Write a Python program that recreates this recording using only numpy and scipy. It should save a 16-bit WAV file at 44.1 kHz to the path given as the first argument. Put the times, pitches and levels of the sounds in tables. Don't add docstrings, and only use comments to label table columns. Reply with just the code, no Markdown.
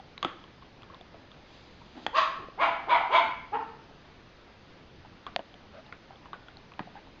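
import sys
import numpy as np
from scipy import signal
from scipy.io import wavfile
from scipy.ndimage import uniform_filter1d

SR = 44100
rng = np.random.default_rng(int(sys.argv[2]) if len(sys.argv) > 2 else 0)


def field_ratio(decibels):
    return 10 ** (np.asarray(decibels, dtype=float) / 20)


def output_pcm(signal):
    pcm = np.clip(np.atleast_2d(signal).T, -1, 1) * 32767
    wavfile.write(sys.argv[1], SR, np.round(pcm).astype(np.int16))


N = 317520


def evened(x):
    return x / np.sqrt(np.mean(x ** 2) + 1e-20)


def read(points, hz):
    f, value = np.transpose(points)
    return np.interp(np.log(hz + 1), np.log(f + 1), value)


def add(mix, start_s, sound):
    part = mix[max(round(start_s * SR), 0):][:len(sound)]
    part += sound[:len(part)]


def resonate(x, hz, width_hz):
    turn = np.exp(2j * np.pi * np.cumsum(hz * np.ones(len(x))) / SR)
    r = np.exp(-np.pi * width_hz / SR)
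    return 2 * (turn * signal.lfilter([1 - r], [1, -r], x / turn + 1e-18)).real


def ring(hz, t60_s, rise_s):
    t = np.arange(4000) / SR
    return np.sin(2 * np.pi * hz * t) * (1 - np.exp(-t / rise_s)) * field_ratio(-60 * t / max(t60_s, 0.002))


def strike(hz, tick_hz, tick_db, t60_s, tick_t60_s, splinter, crunch):
    grit, crumbs = rng.standard_normal((2, 4000))
    t = np.arange(len(grit)) / SR
    tick = ring(tick_hz, tick_t60_s, 0.0003)
    tick = tick + splinter * grit * field_ratio(-60 * t / (1.3 * tick_t60_s))
    crumbs = evened(resonate(resonate(crumbs, 0.9 * hz, 2.2 * hz), 0.81 * hz, hz))
    crumbs = crumbs * (1 - np.exp(-t / 0.0014)) * field_ratio(-60 * t / (7.0 * max(t60_s, 0.002)))
    return ring(hz, t60_s, 0.00035) + crunch * crumbs + field_ratio(tick_db + 12.0) * tick


# start in seconds, peak in dB, body in Hz, edge level in dB re the body,
# body t60 in seconds.
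BONE_KNOCKS = [
    (.0, -40.5, 770, -21, 0.028),
    (.228, -23.5, 1147, -10.5, 0.036),
    (0.2475, -26, 1290, -7.5, 0.053),
    (2.0649, -20, 820, -12, 0.015),
]


def knocks():
    out = np.zeros(N)
    for start_s, db, hz, edge_db, t60_s in BONE_KNOCKS:
        hit = strike(hz, 3320, edge_db, t60_s, tick_t60_s=0.009, splinter=1.0, crunch=0.12)
        add(out, start_s, field_ratio(db) * hit)
    return out


# frequency in Hz, density in dB per Hz.
HISS_SPECTRUM = [(25, -3.5), (75, -2.5), (200, -4), (390, -8), (830, -12), (2000, -17), (3600, -20),
                 (4900, -24.5), (5350, -28), (5560, -39.5), (5800, -29.5), (6500, -37), (7200, -48.5),
                 (7800, -64.5)]


def hiss():
    frames, hz = N // 256 + 5, np.fft.rfftfreq(1024, 1 / SR)
    a, b, patches = rng.standard_normal((frames, 513, 3)).T
    patches = evened(uniform_filter1d(uniform_filter1d(patches, 14, 0), 14, 1))
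    z = (a + 1j * b) * field_ratio(read(HISS_SPECTRUM, hz)[:, None] + patches)
    return field_ratio(-53.5) * evened(signal.istft(z, nperseg=1024, noverlap=768)[1][:N])


# start in seconds, peak in dB, mouth cavity in Hz, tooth tick in Hz,
# tick level in dB re the cavity.
TOOTH_TICKS = [(0.178, -45.5, 1130, 2210, 3), (0.44, -45, 1060, 3080, -5), (0.821, -56.5, 877, 2700, 5),
               (0.832, -46, 1220, 3320, -5.5), (0.945, -45, 1070, 3670, -4), (1.011, -44, 727, 3500, -7),
               (1.316, -50.5, 1250, 3530, 1), (5.266, -30, 1100, 3350, -10), (5.541, -50, 750, 3220, -1.5),
               (5.864, -47.5, 850, 3730, -6), (5.925, -35, 1420, 2100, -6.5), (6.158, -55.5, 603, 3420, 0),
               (6.484, -42, 1430, 3400, -6), (6.57, -50.5, 775, 4260, 5.5),
               (6.719, -44.5, 1080, 2460, -7.5), (6.737, -59, 678, 2630, 6)]


def ticks():
    out = np.zeros(N)
    for start_s, db, hz, tick_hz, tick_db in TOOTH_TICKS:
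        hit = strike(hz, tick_hz, tick_db, 0.025, tick_t60_s=0.0065, splinter=0.4, crunch=0.16)
        add(out, start_s, field_ratio(db) * hit)
    return out


# start in seconds, peak in dB, frequency in Hz,
# t60 in seconds.
BODY_THUDS = [(0.1788, -28.5, 3900, 0.0086), (.248, -36, 5640, 0.007), (.248, -18, 696, 0.0086),
              (.249, -27, 335, 0.043), (.25, -32, 275, 0.065), (0.31, -51, 1090, 0.036),
              (2.066, -27, 1795, 0.019), (2.485, -36, 534, 0.016), (5.272, -36, 1200, 0.03),
              (5.283, -40, 1150, .02), (5.3618, -30, 6700, .005), (5.3625, -30, 1900, .008),
              (5.3645, -27, 900, 0.0076), (5.368, -36, 600, 0.03), (6.3315, -35.5, 3670, 0.0088),
              (6.34, -40, 1485, 0.044), (6.793, -27.5, 2440, 0.0077), (6.793, -37, 4270, .007),
              (6.793, -21.5, 1770, 0.0063), (6.805, -19.5, 159, 0.0084)]


def thuds():
    out = np.zeros(N)
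    for start_s, db, hz, t60_s in BODY_THUDS:
        add(out, start_s, field_ratio(db) * ring(hz, t60_s, 0.00048))
    return out


# start in seconds, peak in dB, mouth cavity in Hz,
# cavity t60 in seconds.
MOUTH_POPS = [(0.623, -45, 1074, 0.048), (0.9, -44.5, 1105, 0.062), (0.937, -46, 1030, 0.032),
              (1.144, -42.5, 670, 0.028), (1.816, -46.5, 940, 0.032), (3.911, -45.5, 670, 0.02),
              (5.049, -42, 870, 0.022), (5.3925, -24, 680, 0.01), (6.106, -40.5, 780, 0.032),
              (6.257, -37, 1060, 0.012), (6.285, -48.5, 900, 0.034), (6.3312, -30, 1140, 0.025),
              (6.793, -23, 920, 0.012), (6.873, -42.5, 720, 0.036), (6.954, -43, 870, 0.03),
              (7.072, -44, 880, 0.017)]


def pops():
    out = np.zeros(N)
    for start_s, db, hz, t60_s in MOUTH_POPS:
        hit = strike(hz, 2900, -21, t60_s, tick_t60_s=0.0065, splinter=0.4, crunch=0.16)
        add(out, start_s, field_ratio(db) * hit)
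    return out


def breath(loudest_s, db, swell_s, fade_s):
    t = np.arange(N) / SR - loudest_s
    return field_ratio(db - 23.5 * np.maximum(-t / swell_s, t / fade_s))


# loudest moment in seconds, level in dB, swell in seconds,
# fade in seconds.
NOSE_SNIFFS = [
    (1.549, -56.5, 0.19, 0.55),
    (2.051, -54.5, 0.31, .02),
]
CHEST_HUFFS = [
    (1.975, -48, 0.054, 0.14),
]


def huff():
    air = rng.standard_normal((2, N))
    nose = evened(resonate(air[0], 3800, 2200) + 2.4 * resonate(air[0], 5100, 1500))
    chest = resonate(resonate(air[1], 250, 120), 290, 200)
    chest = evened(chest + 0.35 * resonate(air[1], 690, 400))
    nose = nose * sum(breath(*row) for row in NOSE_SNIFFS)
    return nose + chest * sum(breath(*row) for row in CHEST_HUFFS)


def tract(drive, modes, mouth=0.88):
    out = 0
    for k, (hz, width_hz, db) in enumerate(modes):
        mode = resonate(resonate(drive, hz * mouth, width_hz), hz * mouth, 2.0 * width_hz)
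        out = out + np.cos(np.pi * k) * field_ratio(db) * mode
    return out


# frequency in Hz, width in Hz, level in dB.
THROAT_MODES = [(680, 165, -16.5), (1030, 169, 8), (1590, 400, -9)]
# factor on the muzzle resonance, width in Hz, level in dB.
RASP_MODES = [(1, 260, -8), (1.5, 700, -17)]
# frequency in Hz, width in Hz, level in dB.
BEAM_MODES = [(2720, 1350, -15.5), (3870, 1710, -16.5), (4790, 1200, -15), (6650, 1660, -21)]


def bark(call, voice, aim):
    _, swell_s, fade_s, top_db, top_hz = call
    first_hz, rough_top, wide, closing_to = voice
    open_rasp_db, muzzle_hz, upper_db, facing_db, boom_db = aim
    t = np.arange(0, swell_s + fade_s + 0.014, 1 / SR)
    up, down = np.clip(t / swell_s, 0, 1), np.clip((t - swell_s) / fade_s, 0, 1)
    opened = np.clip(up / 0.48, 0, 1)

    effort_db = top_db - 25.5 * (1 - up) ** 1.87 - 11.5 * down ** 1.3
    hz = top_hz * (1 - 0.06 * down) - (top_hz - first_hz) * (1 - up) ** 1.4
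    rough = np.clip(0.23 + (rough_top - 0.23) * up + 0.2 * down, 0, 1)
    mouth = wide * (0.71 + (1 - 0.71) * opened) + (closing_to - wide) * down
    rasp_db = open_rasp_db - 12 * (1 - opened)

    jitter, air = rng.standard_normal((2, len(t)))
    turns = np.cumsum(hz * (1 + 0.26 * rough * uniform_filter1d(jitter, 100))) / SR
    folds = evened(sum(np.cos(2 * np.pi * k * turns) for k in range(1, 9)))
    puffs = 2.93 * evened((0.36 + np.exp(-(turns % 1) / 0.48)) * air)

    throat = tract((1 - rough) * folds + rough * puffs, THROAT_MODES, mouth)
    chest = 0.31 * (1 - rough) * np.sin(2 * np.pi * turns)
    blown = 0.43 * (1 - rough) * folds + 0.66 * puffs
    muzzle = muzzle_hz * np.minimum(mouth + 0.062, 1)
    upper = field_ratio(upper_db) * tract(blown, RASP_MODES[1:], muzzle)
    rasp = field_ratio(rasp_db) * (tract(blown, RASP_MODES[:1], muzzle) - upper)
    boom = field_ratio(boom_db) * resonate(resonate(puffs, 323, 240), 323, 240)
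    beam = field_ratio(rasp_db + facing_db) * tract(puffs, BEAM_MODES)
    sound = throat + chest + boom - rasp - beam

    closing = np.clip((t[-1] - t) / 0.066, 0, 1)
    level = np.sqrt(uniform_filter1d(sound ** 2, 1500) + 1e-9)
    return field_ratio(effort_db) * sound / level * closing


# frequency in Hz, t60 in seconds.
ROOM_T60 = [(250, 0.8), (660, 0.49), (1740, 0.65), (4590, 0.49), (7000, 0.5)]


def room(x, gap_s):
    taps = np.zeros(SR)
    slots = np.arange(0, SR - 20, 20)
    taps[slots + rng.integers(0, 20, len(slots))] = rng.choice([-1., 1.], len(slots))
    hz, t, z = signal.stft(taps, SR, nperseg=256)
    tail = signal.istft(z * field_ratio(-60 * t / read(ROOM_T60, hz)[:, None]), SR, nperseg=256)[1]
    tail = tail * np.clip(np.arange(len(tail)) / SR / gap_s, 0, 1)
    return signal.fftconvolve(x, tail / np.linalg.norm(tail))[:N]


# start in seconds, swell in seconds, fade in seconds, top effort in dB,
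# top pitch in Hz.
BARK_CALLS = [
    (2.128, .052, 0.061, -21, 660),
    (2.575, .055, 0.076, -22.5, 688),
    (2.87, .055, 0.076, -20.5, 690.3),
    (3.09, .075, .05, -19.5, 700.3),
    (3.518, .035, 0.028, -24, 461),
]
# first pitch in Hz, roughness 0-1 at top effort, mouth open and mouth at the end
BARK_VOICES = [(430.3, 0.55, 1.073, 1.11), (320.8, 0.52, 1.0, 0.7), (277.6, 0.64, 0.953, 0.8),
               (299.3, 0.59, 0.945, 0.93), (350.5, .52, .84, 0.94)]
# rasp in dB, muzzle resonance in Hz, upper muzzle mode in dB,
# forward beam in dB, chest boom in dB.
HEAD_AIMS = [(-6.5, 1890, 0, 6, -28), (4, 2230, -9.5, -15, -24.5), (3.5, 2260, -5, -14, -25),
             (5, 2190, -3.5, -12.5, -25.5), (0.5, 1980, -0.5, -23, -15.5)]


def far_dog():
    out = np.zeros(N)
    for call, voice, aim in zip(BARK_CALLS, BARK_VOICES, HEAD_AIMS):
        one = np.zeros(N)
        add(one, call[0], bark(call, voice, aim))
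        out = out + field_ratio(-4) * one + field_ratio(-2.5) * room(one, gap_s=0.003)
    return out


# start in seconds, level in dB, pitch in
# Hz, length in seconds, pitch rise as a factor.
SOFT_TONES = [
    (5.723, -55, 613, 0.097, 1.096),
    (6.107, -62, 720, 0.042, 1.15),
    (6.218, -61.5, 930, 0.061, 1.07),
    (6.821, -55, 880, 0.016, 1.1),
    (6.948, -55, 750, 0.053, 1.21),
    (5.879, -61, 880, 0.031, 0.84),
    (2.36, -56.5, 400, .11, .88),
    (3.23, -56.5, 245, 0.079, .95),
]


def squeaks():
    out = np.zeros(N)
    for start_s, db, hz, length_s, rise in SOFT_TONES:
        air = rng.standard_normal(round(length_s * SR))
        pitch_hz = hz * np.linspace(1, rise, len(air))
        tone = evened(resonate(air, pitch_hz, 54)) + 0.45 * evened(resonate(air, 2 * pitch_hz, 200))
        add(out, start_s, field_ratio(db) * tone * signal.windows.tukey(len(air), 0.5))
    return out


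def snaps():
    out = np.zeros(N)
    snap_s, crack_hz = 5.3614, 3380
    t = np.arange(-40, 41) / SR
    add(out, snap_s, -field_ratio(-8.5) * np.cos(2 * np.pi * crack_hz * t) * np.exp(-(t / 0.00011) ** 2))
    add(out, snap_s + 0.00114, field_ratio(-21) * ring(690, 0.016, 0.00037))
    return out


def scene():
    bone = knocks() + thuds()
    teeth = ticks() + pops() + squeaks() + snaps()
    near = teeth + bone + room(field_ratio(-32.5) * teeth + field_ratio(-11.5) * bone, gap_s=0.0015)
    return (near + huff() + far_dog())[None]


# frequency in Hz, gain in dB.
MIC_RESPONSE = [(60, -11), (200, 5.5), (3500, 2.5), (4800, -3), (5500, -18), (6300, -11.5), (7300, -17.5),
                (7700, -26), (7900, -70.5), (15000, -67.5), (16000, -96)]


def microphone(x):
    log_gain = np.log(field_ratio(read(MIC_RESPONSE, abs(np.fft.fftfreq(4096, 1 / SR)))))
    taps = np.fft.ifft(np.exp(np.conj(signal.hilbert(log_gain)))).real[:2048]
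    return signal.oaconvolve(x, taps)[:N]


def rate_change(x):
    above = signal.butter(8, [7950, 15500], "bandpass", fs=SR, output="sos")
    haze = evened(resonate(rng.standard_normal(N), 9300, 3000))
    carrier = np.cos(2 * np.pi * (SR / 4) * np.arange(N) / SR)
    return x + signal.sosfilt(above, x * (field_ratio(-64) * carrier + field_ratio(-62) * haze))


def roll_off(x):
    return signal.sosfilt(signal.butter(12, 15700, fs=SR, output="sos"), x)


def record(dry):
    heard = rate_change(microphone(dry[0]) + hiss())
    return roll_off(heard[None])


dry = scene()
out = record(dry)
output_pcm(out)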